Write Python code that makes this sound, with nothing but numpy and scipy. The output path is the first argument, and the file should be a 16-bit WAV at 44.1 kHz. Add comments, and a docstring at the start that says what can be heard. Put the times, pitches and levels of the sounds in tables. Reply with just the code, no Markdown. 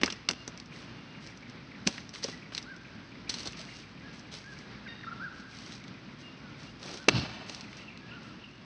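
"""Dry wood cracks and knocks as a man works at a fallen log in a tall forest, some metres from a small
camera's microphone. Leaves crush under his boots, sticks snap, and a saw clanks as he sets it down.
One hard axe blow splits the fibres, rings the steel and echoes off the trunks; the wood drops into
the leaves. Birds call from deeper among the trees, over a low, steady rush of air."""
import sys
import numpy as np
from scipy import signal
from scipy.fft import rfft, irfft, next_fast_len
from scipy.io import wavfile
from scipy.ndimage import uniform_filter1d

SR = 44100
rng = np.random.default_rng(int(sys.argv[2]) if len(sys.argv) > 2 else 0)


def to_wav(s):
    """Save 16-bit WAV."""
    ch = np.atleast_2d(s).T  # columns
    pcm = np.round(np.clip(ch, -1, 1) * 32767)  # PCM
    wavfile.write(sys.argv[1], SR, pcm.astype(np.int16))


N = 381465
TIME = np.arange(N) / SR

# The axe driving in. 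Each row: start in seconds, relative level in dB, t60 in seconds, treble in dB.
AXE_BITES = [(7.0842, -10.5, 0.018, 7.5), (7.0862, -0.5, 0.0098, 6.5), (7.0895, -9.5, 0.0088, -11),
             (7.0932, -13.5, 0.013, -19)]


def undb(db):
    """Decibels to gain."""
    return 10 ** (np.asarray(db) / 20)


def unit(x):
    """Scale to rms 1."""
    return x / np.sqrt(np.mean(x ** 2))


def add(out, start, x):
    """Mix x into out from start, in seconds."""
    i = int(start * SR)
    out[i:i + len(x)] += x[:max(N - i, 0)]


def colour(x, points):
    """Causal filter through (Hz, dB) points, from the cepstrum of the log gain."""
    size = 2 * next_fast_len(len(x))
    hz, db = np.transpose(points)
    bins_hz = np.maximum(np.arange(size // 2 + 1) * SR / size, 1)
    gain = undb(np.interp(np.log(bins_hz), np.log(hz), db))
    cepstrum = irfft(np.log(gain))
    cepstrum[1:size // 2] *= 2
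    cepstrum[size // 2 + 1:] = 0
    return irfft(rfft(x, size) * np.exp(rfft(cepstrum)))[:len(x)]


def resonate(x, modes):
    """Sum of two-pole resonances from (Hz, width Hz, dB) rows."""
    return sum(undb(db) * signal.lfilter(*signal.iirpeak(hz, hz / width, fs=SR), x)
               for hz, width, db in modes)


def walk(rate):
    """Random wander through rate points a second, spread near 1."""
    knots = rng.standard_normal(int(N / SR * rate) + 2)
    return np.interp(TIME * rate, np.arange(len(knots)), knots)


def fade(t, t60):
    """Exponential decay, 60 dB in t60 seconds."""
    return undb(-60 * t / t60)


def swell(start, attack, hold, t60):
    """Gain that rises, holds, then dies away; all times in seconds."""
    t = TIME - start
    return np.clip(t / attack, 0, 1) * fade(np.maximum(t - attack - hold, 0), t60)


def forest(x, near_db, near_t60, far_db, far_t60):
    """Logs and ground scatter the sound at once; the trunks return a long, duller wash."""
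    t = TIME[:2 * SR]
    near = rng.standard_normal(len(t)) * fade(t, near_t60) * (t > .004)
    trunks = rng.standard_normal(len(t)) * (rng.random(len(t)) < .05)
    wash = trunks * fade(t, far_t60) * (1 - np.exp(-t / .044))
    far = colour(wash, [(100, 2.5), (400, -5), (900, 1.5), (2500, -2), (5000, -2), (9000, -16)])
    response = (undb(near_db) * unit(near) + undb(far_db) * unit(far)) / np.sqrt(len(t))
    return x + signal.fftconvolve(x, response)[:N]


def echoes(x):
    """Stands of trunks throw the sound back, each echo smeared and woody."""
    # Each row: delay in seconds, relative level in dB, spread in seconds.
    stands = [(.04, -27, .016), (.066, -24, .022), (.088, -25, .014), (.155, -24.5, 0.023), (.2, -29, .02),
              (.305, -29, .05)]
    # Tone of the echoes. Each row: frequency in Hz, gain in dB.
    trunk_tone = [(250, -11), (520, -1), (760, 6), (1100, 2), (1700, 1), (2700, -6), (4000, -7),
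                  (9000, -22)]
    response = np.zeros(N)
    for delay, db, spread in stands:
        window = np.hanning(int(spread * SR))
        smear = unit(rng.standard_normal(len(window)) * window) / np.sqrt(len(window))
        add(response, delay, undb(db) * smear)
    return signal.fftconvolve(x, colour(response[:SR], trunk_tone))[:N]


def air(rush_db=-49, flicker_db=1.32):
    """A low rush of air that wavers a little."""
    # Each row: frequency in Hz, gain in dB.
    rush_tone = [(40, -15.5), (55, -10.5), (90, -7.5), (125, -1), (240, 0), (320, -6), (430, -12.5),
                 (750, -17), (1350, -15), (2600, -18), (3300, -21.5), (5000, -23), (6400, -35.5),
                 (9500, -42.5)]
    return unit(colour(rng.standard_normal(N), rush_tone)) * undb(rush_db + flicker_db * walk(11))


def camera_hum():
    """The camera hums faintly into its own microphone."""
    # Each row: pitch in Hz, rms level in dB.
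    tones = [(56.5, -67.5), (113.4, -67.5)]
    return sum(undb(db) * np.sqrt(2) * np.sin(2 * np.pi * hz * TIME) for hz, db in tones)


def whistle(length, start_hz, middle_hz, end_hz, partials=((1, 0),), waver=.011, flutter_db=2.5):
    """One fluttering note that slides through three pitches; partials are (harmonic, dB) pairs."""
    u = np.linspace(0, 1, int(length * SR))
    slide = np.interp(u, [0, .5, 1], [start_hz, middle_hz, end_hz])
    slide = uniform_filter1d(slide, len(u) // 5, mode="nearest")
    wobble, flutter = (np.interp(u, np.linspace(0, 1, 20), row) for row in rng.standard_normal((2, 20)))
    phase = 2 * np.pi * np.cumsum(slide * (1 + waver * wobble)) / SR
    tone = sum(undb(db) * np.sin(harmonic * phase) for harmonic, db in partials)
    return tone * np.abs(np.sin(np.pi * u)) ** .5 * undb(flutter_db * flutter)


def trills(gap_s=.0232, flick_s=.0165, base_hz=2700, arch_hz=200, sag_hz=240, leap=.14):
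    """Far twitters along a sagging arch; each falls onto it from above, from highest at the crest."""
    # Each row: start in seconds, length in seconds, level at the crest in dB.
    phrases = [(7.786, 0.12, -50), (8.086, 0.11, -48), (8.39, 0.11, -49.5)]
    out = np.zeros(N)
    for start, length, db in phrases:
        for lag in np.arange(0, length, gap_s):
            loud, sharp = rng.standard_normal(2)
            arch = np.sin(np.pi * lag / length)
            hz = (base_hz + arch_hz * arch - sag_hz * lag / length) * (1 + .01 * sharp)
            flick = whistle(flick_s, hz * (1 + leap * arch), hz, hz * .975, waver=.036)
            add(out, start + lag, undb(db - 2.5 * (1 - arch) + 2.5 * loud) * flick)
    return out


def chips(gap_s=.1413, chip_s=.015, first_hz=2300, second_hz=2100, second_lag_s=.034, fall=.07):
    """A far creature's raspy chips tick almost evenly, each followed by a softer, lower one."""
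    # Each row: start in seconds, length in seconds, relative level in dB.
    bouts = [(0.578, .2, -52), (1.143, .65, -52), (2.419, .5, -52.5), (3.123, .2, -52.5), (3.545, .35, -51),
             (3.969, .5, -55), (4.569, .2, -53), (5.52, .65, -53.5), (6.37, .35, -56.5),
             (7.641, .35, -51.5)]
    out = np.zeros(N)
    for start, length, bout_db in bouts:
        for beat in np.arange(start, start + length, gap_s):
            late, loud, sharp = rng.standard_normal(3)
            onset = beat + .002 * late
            db = bout_db + 2.5 + 1.8 * loud
            pair = [(0, first_hz * (1 + .026 * sharp), db), (second_lag_s, second_hz, db - 2)]
            for lag, hz, chip_db in pair:
                chip = whistle(chip_s, hz * (1 + fall), hz, hz * (1 - fall), waver=.11)
                add(out, onset + lag, undb(chip_db) * chip)
    return out


def piper(hz=2810, sag=.006, break_db=3.5):
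    """A far bird's thin whistle on one sagging pitch keeps fading and breaking up."""
    # Each row: start in seconds, length in seconds, level in dB.
    notes = [(.378, 0.066, -54), (.69, 0.11, -58), (0.812, 0.1, -59.5), (.93, .1, -60), (1.065, .17, -60),
             (3.655, .12, -57), (4.222, .08, -63), (6.227, 0.12, -50.5), (6.66, 0.042, -53)]
    out = np.zeros(N)
    for start, length, db in notes:
        add(out, start, undb(db) * whistle(length, hz * (1 + sag), hz, hz * (1 - sag)))
    return out * undb(break_db * np.minimum(walk(55), 1))


def nasal_bird(hoarse_db=4):
    """Hoarse nasal notes, all overtones, whose loudness shakes roughly."""
    # Each row: start in seconds, length in seconds, pitch in Hz, relative level in dB.
    notes = [(4.877, 0.061, 932, -52.5), (4.94, 0.029, 945, -60.5), (4.979, 0.057, 940, -61.5),
             (5.038, 0.04, 915, -60)]
    # Each row: harmonic number, gain in dB.
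    overtones = [(2, 4.5), (3, -1), (4, 3), (5, -4.5)]
    out = np.zeros(N)
    for start, length, hz, db in notes:
        add(out, start, undb(db) * whistle(length, hz, hz, hz, overtones, waver=.017))
    return out * undb(hoarse_db * np.minimum(walk(260), 1))


def whistlers(waver=.021):
    """Birds among the trunks whistle clear notes of two shapes: arched and falling."""
    # Each row: start and length in seconds, top in Hz, depth as a share of it, relative level in dB.
    arches = [(2.654, 0.105, 1640, 0.18, -48.5), (4.019, .11, 1680, 0.064, -54),
              (4.438, 0.11, 1664, .06, -51), (5.066, 0.031, 1378, 0.081, -38),
              (5.111, 0.027, 1434, 0.095, -40.5), (5.196, 0.095, 1632, .2, -39), (6.4, .12, 1537, .13, -57),
              (6.974, 0.1, 1590, 0.15, -54), (8.005, .15, 1700, 0.053, -59),
              (8.103, 0.089, 1516, 0.12, -50.5), (8.246, 0.025, 1373, .05, -55),
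              (8.293, 0.033, 1345, .04, -55.5)]
    # Each row: start and length in seconds, first and last pitch in Hz, relative level in dB.
    slurs = [(2.326, 0.026, 1980, 1930, -48), (4.86, 0.016, 1727, 1480, -43),
             (4.871, 0.015, 2540, 1840, -47), (5.031, 0.018, 2250, 1274, -43.5)]
    partials = [(1, 2), (2, -37), (3, -24.5)]
    out = np.zeros(N)
    for start, length, top, depth, db in arches:
        foot = top * (1 - depth)
        add(out, start, undb(db) * whistle(length, foot, top, foot, partials, waver))
    for start, length, high, low, db in slurs:
        add(out, start, undb(db) * whistle(length, high, np.sqrt(high * low), low, partials, waver))
    return out


def crackle(tone, rate, spread_db, tail=.53, kinds=6):
    """Tiny random clicks, about rate a second, with short tails of a few different kinds."""
    clicks = (rng.random(N) < rate / SR) * rng.choice([-1, 1], N)
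    clicks = clicks * undb(spread_db * np.minimum(rng.exponential(size=N), 3))
    smears = rng.standard_normal((kinds, SR // 50)) * fade(TIME[:SR // 50], .022)
    kind = np.arange(N) % kinds
    tails = sum(signal.oaconvolve(clicks * (kind == k), smear)[:N] for k, smear in enumerate(smears))
    return unit(colour(unit(clicks) + tail * unit(tails), tone))


def leaf_litter(rise=.36):
    """Dry leaves and twigs crush as the weight comes onto a boot; stray twigs tick between steps."""
    # Steps and shuffles. Each row: start in seconds, length in seconds, relative level in dB.
    footfalls = [(0.02, 0.058, -47), (0.703, 0.11, -51.5), (1.198, 0.085, -52), (1.844, 0.096, -43.5),
                 (2.129, 0.033, -42.5), (2.219, 0.028, -39), (2.263, 0.043, -49), (2.524, 0.05, -46.5),
                 (3.277, 0.077, -42.5), (3.336, .14, -43.5), (3.558, 0.061, -46), (3.623, 0.18, -50.5),
                 (4.126, 0.034, -52), (4.307, 0.047, -43.5), (4.425, 0.2, -56.5), (5.317, 0.097, -57),
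                 (5.461, 0.28, -49), (6.185, 0.023, -54), (6.563, 0.11, -53.5), (6.788, 0.18, -43.5),
                 (7.453, 0.11, -45.5), (7.67, 0.14, -55.5), (8.215, 0.058, -56)]
    # Each row of both tones: frequency in Hz, gain in dB.
    leaf_tone = [(150, -22.5), (400, 0), (900, -6), (1800, -2.5), (3000, 0.5), (4500, 1), (6200, -3),
                 (9500, -4.5)]
    twig_tone = [(300, -15), (1500, -5), (3000, 1), (5700, 6.5), (9500, -6.5)]
    leaves = undb(-1.5) * crackle(leaf_tone, rate=2600, spread_db=.5)
    twigs = undb(-6) * crackle(twig_tone, rate=110, spread_db=4, tail=.97)
    ticks = undb(-78) * crackle(twig_tone, rate=13, spread_db=0, tail=1.2)
    step_power = sum((undb(db) * swell(start, rise * length, (1 - rise) * length, t60=.34)) ** 2
                     for start, length, db in footfalls)
    rest_power = undb(-66 + .5 * walk(6.5)) ** 2  # the leaves never lie quite still
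    return (leaves + twigs) * np.sqrt(step_power + rest_power) + ticks


def burst(t60, tone):
    """A dying spray of fibre fractures, spread evenly over pitch before it is coloured."""
    t = TIME[:SR // 10]
    shape = fade(t, t60) * (1 - np.exp(-t / .00035))
    spectrum = rfft(rng.standard_normal(len(t)) * shape)
    spray = irfft(spectrum / np.abs(spectrum), len(t)) * shape ** .5
    x = colour(spray, tone)
    return x * np.sqrt(np.sum(shape ** 2) / np.sum(x ** 2))


def knock(db, hz, ring_db, thud_db, t60, resonances, crack_db=-9.5, ring_q=7):
    """A sharp crack centred on hz rings the struck thing, whose body answers with a hollow thud."""
    crack_tone = [(hz / 16, -12), (hz / 4, -8), (hz / 2, -4), (hz, 0), (hz * 2, -4), (hz * 4, -16)]
    crack = undb(db) * burst(t60, crack_tone)
    # every point of contact favours other resonances
    shifts = rng.uniform(-1, 1, (len(resonances), 2)) * [.03, 3]
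    modes = [(mode_hz * (1 + detune), width, mode_db + favour_db)
             for (mode_hz, width, mode_db), (detune, favour_db) in zip(resonances, shifts)]
    ring = undb(-5.5) * resonate(crack, modes) + resonate(crack, [(hz, hz / ring_q, ring_db)])
    thud = burst(.073, [(90, -13.5), (190, -4), (330, -5), (620, -12), (1500, -17.5), (5000, -30.5)])
    return undb(crack_db) * crack + ring + undb(thud_db) * thud


def saw(clank_hz=4400, ring_db=-14):
    """Bar and chain clank as the saw touches down and rocks to rest."""
    # Each row: start in seconds, relative level in dB, thud in dB, t60 in seconds.
    clanks = [(3.294, -19.5, -43, 0.058), (3.301, -25, -52, 0.03), (3.34, -24, -45, 0.04),
              (3.393, -31, -54, 0.035), (3.402, -31, -52, 0.03), (3.456, -30, -39.5, .036),
              (3.464, -33, -39, 0.027), (3.472, -25.5, -40.5, 0.042), (3.592, -34.5, -56, 0.035)]
    # Resonances of bar and chain. 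Each row: pitch in Hz, width in Hz, gain in dB.
    bar_modes = [(3600, 250, -5), (4300, 230, 4), (5140, 250, 0), (5890, 430, 1), (7850, 900, 0.5)]
    out = np.zeros(N)
    for start, db, thud_db, t60 in clanks:
        add(out, start, knock(db, clank_hz, ring_db, thud_db, t60, bar_modes, crack_db=-11))
    return out


def dry_wood():
    """Thick wood knocks and rebounds, each time in its own way; thin sticks snap on the ground."""
    # Each row: start in seconds, relative level in dB, centre in Hz, ring gain in dB, thud in dB,
    # t60 in seconds.
    knocks = [(0.013, -32.5, 2600, -13, -34, 0.057), (0.0332, -9.5, 2240, -3, -25, 0.022),
              (0.0419, -26, 4900, -4, -36, 0.03), (0.0595, -22.5, 5100, 3.5, -45, 0.018),
              (0.065, -32, 1300, -3, -44, 0.04), (0.077, -29.5, 1570, 2, -36, 0.059),
              (0.101, -27.5, 3150, -6, -50, 0.056), (0.123, -31, 5600, 2, -51, 0.028),
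              (0.124, -35, 2700, 6, -51, 0.033), (0.2872, -16.5, 3000, -10, -40, 0.019),
              (0.2885, -6.5, 4840, -14, -34.5, 0.012), (0.3006, -32, 1500, 6, -38.5, 0.025),
              (0.3104, -13.5, 5600, -17, -38, 0.01), (0.333, -36, 3080, -2, -45, 0.025),
              (0.477, -22, 6200, 0.5, -38.5, 0.012), (1.8686, -22.5, 4400, -12, -46, 0.025),
              (1.872, -18.5, 2470, 4.5, -30.5, 0.012), (1.873, -8, 5500, -8, -31, 0.018),
              (1.979, -32, 1900, -2, -51, 0.038), (2.232, -28.5, 4500, -3, -53, 0.023),
              (2.238, -31, 5570, 10, -55, 0.03), (2.2411, -27.5, 5130, 9.5, -45, 0.026),
              (2.2456, -30, 5700, 0, -41, 0.022), (2.2846, -42, 1260, -3, -35, 0.024),
              (2.521, -39, 1500, -4, -45, 0.066), (7.495, -30, 4170, -8, -42.5, 0.035)]
    # Each row: start in seconds, relative level in dB, centre in Hz.
    snaps = [(0.5753, -35, 5170), (0.5996, -33, 4700), (.658, -44, 5400), (1.272, -36, 4900),
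             (1.373, -40.5, 5800), (1.497, -40.5, 5200), (2.0918, -34.5, 5400), (2.1375, -37, 4220),
             (2.157, -33.5, 2100), (2.5489, -23.5, 4300), (2.569, -33, 4800), (2.5781, -21, 3830),
             (2.582, -29, 4200), (2.626, -36, 5200), (2.763, -42.5, 5400), (3.5223, -37, 5900),
             (3.5306, -36.5, 2700), (3.613, -34, 4900), (3.768, -40, 5200), (4.1946, -41, 5170),
             (4.339, -32.5, 5200), (4.588, -38.5, 5260), (5.5868, -39, 4400), (5.7214, -34.5, 3700),
             (5.7563, -44, 5000), (5.839, -40, 3800), (5.8797, -40, 3680), (6.829, -33, 4000),
             (6.881, -36, 2300), (6.94, -30.5, 5900), (7.5466, -29.5, 4640), (7.6084, -32.5, 4700),
             (7.729, -37.5, 2290), (7.769, -40, 5800), (7.974, -40, 4000)]
    # Resonances of splintering wood. Each row: pitch in Hz, width in Hz, gain in dB.
    wood_modes = [(1310, 160, -1), (2100, 430, 0), (2740, 225, 3), (3460, 130, -6), (4150, 580, -6),
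                  (5000, 250, -1.5), (5850, 900, -4), (7540, 770, -1.5)]
    out = np.zeros(N)
    for start, db, hz, ring_db, thud_db, t60 in knocks:
        add(out, start, knock(db, hz, ring_db, thud_db, t60, wood_modes))
    for start, db, hz in snaps:
        add(out, start, knock(db, hz, ring_db=-1.5, thud_db=db - 28, t60=.019, resonances=wood_modes))
    return out


def log_hum():
    """After the hardest knocks the log hums on at one low pitch."""
    # Each row: start in seconds, level in dB, pitch in Hz, t60 in seconds.
    rings = [(0.037, -35.5, 280, 0.076), (0.3, -41, 246, 0.12), (1.875, -38.5, 223, 0.38)]
    out, t = np.zeros(N), TIME[:SR // 2]
    for start, db, hz, t60 in rings:
        add(out, start, undb(db) * fade(t, t60) * np.sin(2 * np.pi * hz * t))
    return out


def thumps():
    """The damped log swings only briefly under a heavy shove or drop."""
    # Each row: start in seconds, level in dB, pitch in Hz, length in seconds.
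    shoves = [(0.0312, -22, 306, 0.011), (0.287, -44, 260, 0.01), (1.863, -21, 225, 0.013),
              (2.244, -28.5, 470, 0.01), (3.472, -38, 110, 0.019), (3.59, -45.5, 645, 0.022),
              (7.0818, -10.5, 398, 0.005), (7.091, -21.5, 350, 0.0077), (7.112, -25.5, 117, 0.085),
              (7.15, -29.5, 159.6, 0.045), (7.135, -42, 75, 0.1), (7.23, -30, 230, 0.014)]
    out = np.zeros(N)
    for start, db, hz, length in shoves:
        t = TIME[:int(length * SR)]
        push = np.sin(np.pi * t / length) ** 2
        add(out, start, -undb(db) * push * np.sin(2 * np.pi * hz * t))
    return out


def wood_drop(start=7.087, rumble_db=-34, spill_db=-35.5):
    """The struck wood drops and rumbles on soft earth, shedding bark."""
    # Each row of both tones: frequency in Hz, gain in dB.
    earth_tone = [(40, -21), (72, -8.5), (125, 1), (175, -1), (250, -5), (340, -7), (480, -18), (720, -21),
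                  (1400, -20), (4000, -48)]
    bark_tone = [(300, -20), (1400, -3.5), (2000, -9), (2400, -7), (2730, 4.5), (3050, -2), (3400, -4),
                 (4300, 4), (5200, -2), (6300, -13.5), (9000, -18)]
    rumble = unit(colour(rng.standard_normal(N), earth_tone))
    rumble *= swell(start, attack=.019, hold=.073, t60=.36)
    spill = crackle(bark_tone, rate=2200, spread_db=4.5)
    spill *= swell(start, attack=.089, hold=.008, t60=.38)
    return undb(rumble_db) * rumble + undb(spill_db) * spill


def axe_swing(peak_s=6.9, width_s=.079, db=-47.5):
    """Cloth and air rush as the axe is swung."""
    tone = [(150, -15), (380, 9.5), (700, 3), (1300, -5), (3000, -19)]
    rush = unit(colour(rng.standard_normal(N), tone))
    return undb(db) * rush * np.exp(-((TIME - peak_s) / width_s) ** 2)


def axe_head(ring_db=-11, choke_s=.0096):
    """The hardest jerk sets the steel ringing; the cleft closes on it and chokes the ring."""
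    # Each row: pitch in Hz, relative level in dB, t60 in seconds before choking.
    steel_modes = [(974, -17, .03), (1290, -15, .045), (1717, -14, 0.046), (2336, -3.5, 0.022),
                   (2668, -1, 0.046), (2760, -12, 0.03), (3955, -18, 0.021), (4800, -19, 0.025),
                   (5400, -17, .026), (6200, -9, 0.025)]
    out, t = np.zeros(N), TIME[:SR // 5]
    ring = sum(undb(db) * fade(t, t60) * np.sin(2 * np.pi * hz * t) for hz, db, t60 in steel_modes)
    grip = np.exp(-(t / choke_s) ** 6)
    hardest_s = max(AXE_BITES, key=lambda bite: bite[1])[0]
    add(out, hardest_s, undb(ring_db) * ring * grip)
    return out


def axe_bite():
    """The blade splits fibres in quick jerks, duller as it sinks in."""
    out = np.zeros(N)
    for start, db, t60, treble_db in AXE_BITES:
        tone = [(60, -26), (200, -4), (620, 7.5), (900, 1.5), (1700, 2), (2500, 2.5), (4000, 4),
                (6000, -.5 + treble_db / 2), (9500, -3.5 + treble_db)]
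        add(out, start, undb(db - 1) * burst(t60, tone))
    return out


def scene():
    """One microphone hears it all: the work close by, the birds deeper in, the twitters deepest."""
    work = dry_wood() + log_hum() + saw() + thumps() + leaf_litter() + axe_swing() + wood_drop()
    work = forest(work, near_db=-14, near_t60=.068, far_db=-26, far_t60=.85)
    bite, ring = axe_bite(), axe_head()
    blow = forest(bite, near_db=-19.5, near_t60=.072, far_db=-17.5, far_t60=1.85)
    steel = forest(ring, near_db=-22, near_t60=.072, far_db=-23, far_t60=1.5)
    birds = whistlers() + piper() + nasal_bird()
    calls = forest(birds, near_db=-13, near_t60=.13, far_db=-12.5, far_t60=.97)
    twitter = forest(trills(), near_db=-10, near_t60=.1, far_db=-10, far_t60=.9)
    pips = forest(chips(), near_db=-10, near_t60=.08, far_db=-11.5, far_t60=.98)
    mix = work + blow + steel + echoes(bite + ring) + calls + twitter + pips + air() + camera_hum()
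    return np.tile(mix, (2, 1))


def record(dry, bass_hz=48, top_hz=10300):
    """The camera rounds the loudest peak, colours the treble, drops the deep bass and cuts the top."""
    # The microphone's port dulls and notches the treble. Each row: frequency in Hz, gain in dB.
    port_tone = [(6100, 0.5), (6700, -7), (7030, -17.5), (7350, -13.5), (7850, -9), (8450, -18),
                 (8900, -22), (9400, -13), (9850, -29.5), (10250, -52)]
    x = np.array([colour(np.tanh(channel), port_tone) for channel in dry])
    x = signal.sosfilt(signal.butter(5, bass_hz, "high", fs=SR, output="sos"), x)
    return signal.sosfilt(signal.ellip(8, .2, 70, top_hz, fs=SR, output="sos"), x)


dry = scene()
out = record(dry)
to_wav(out)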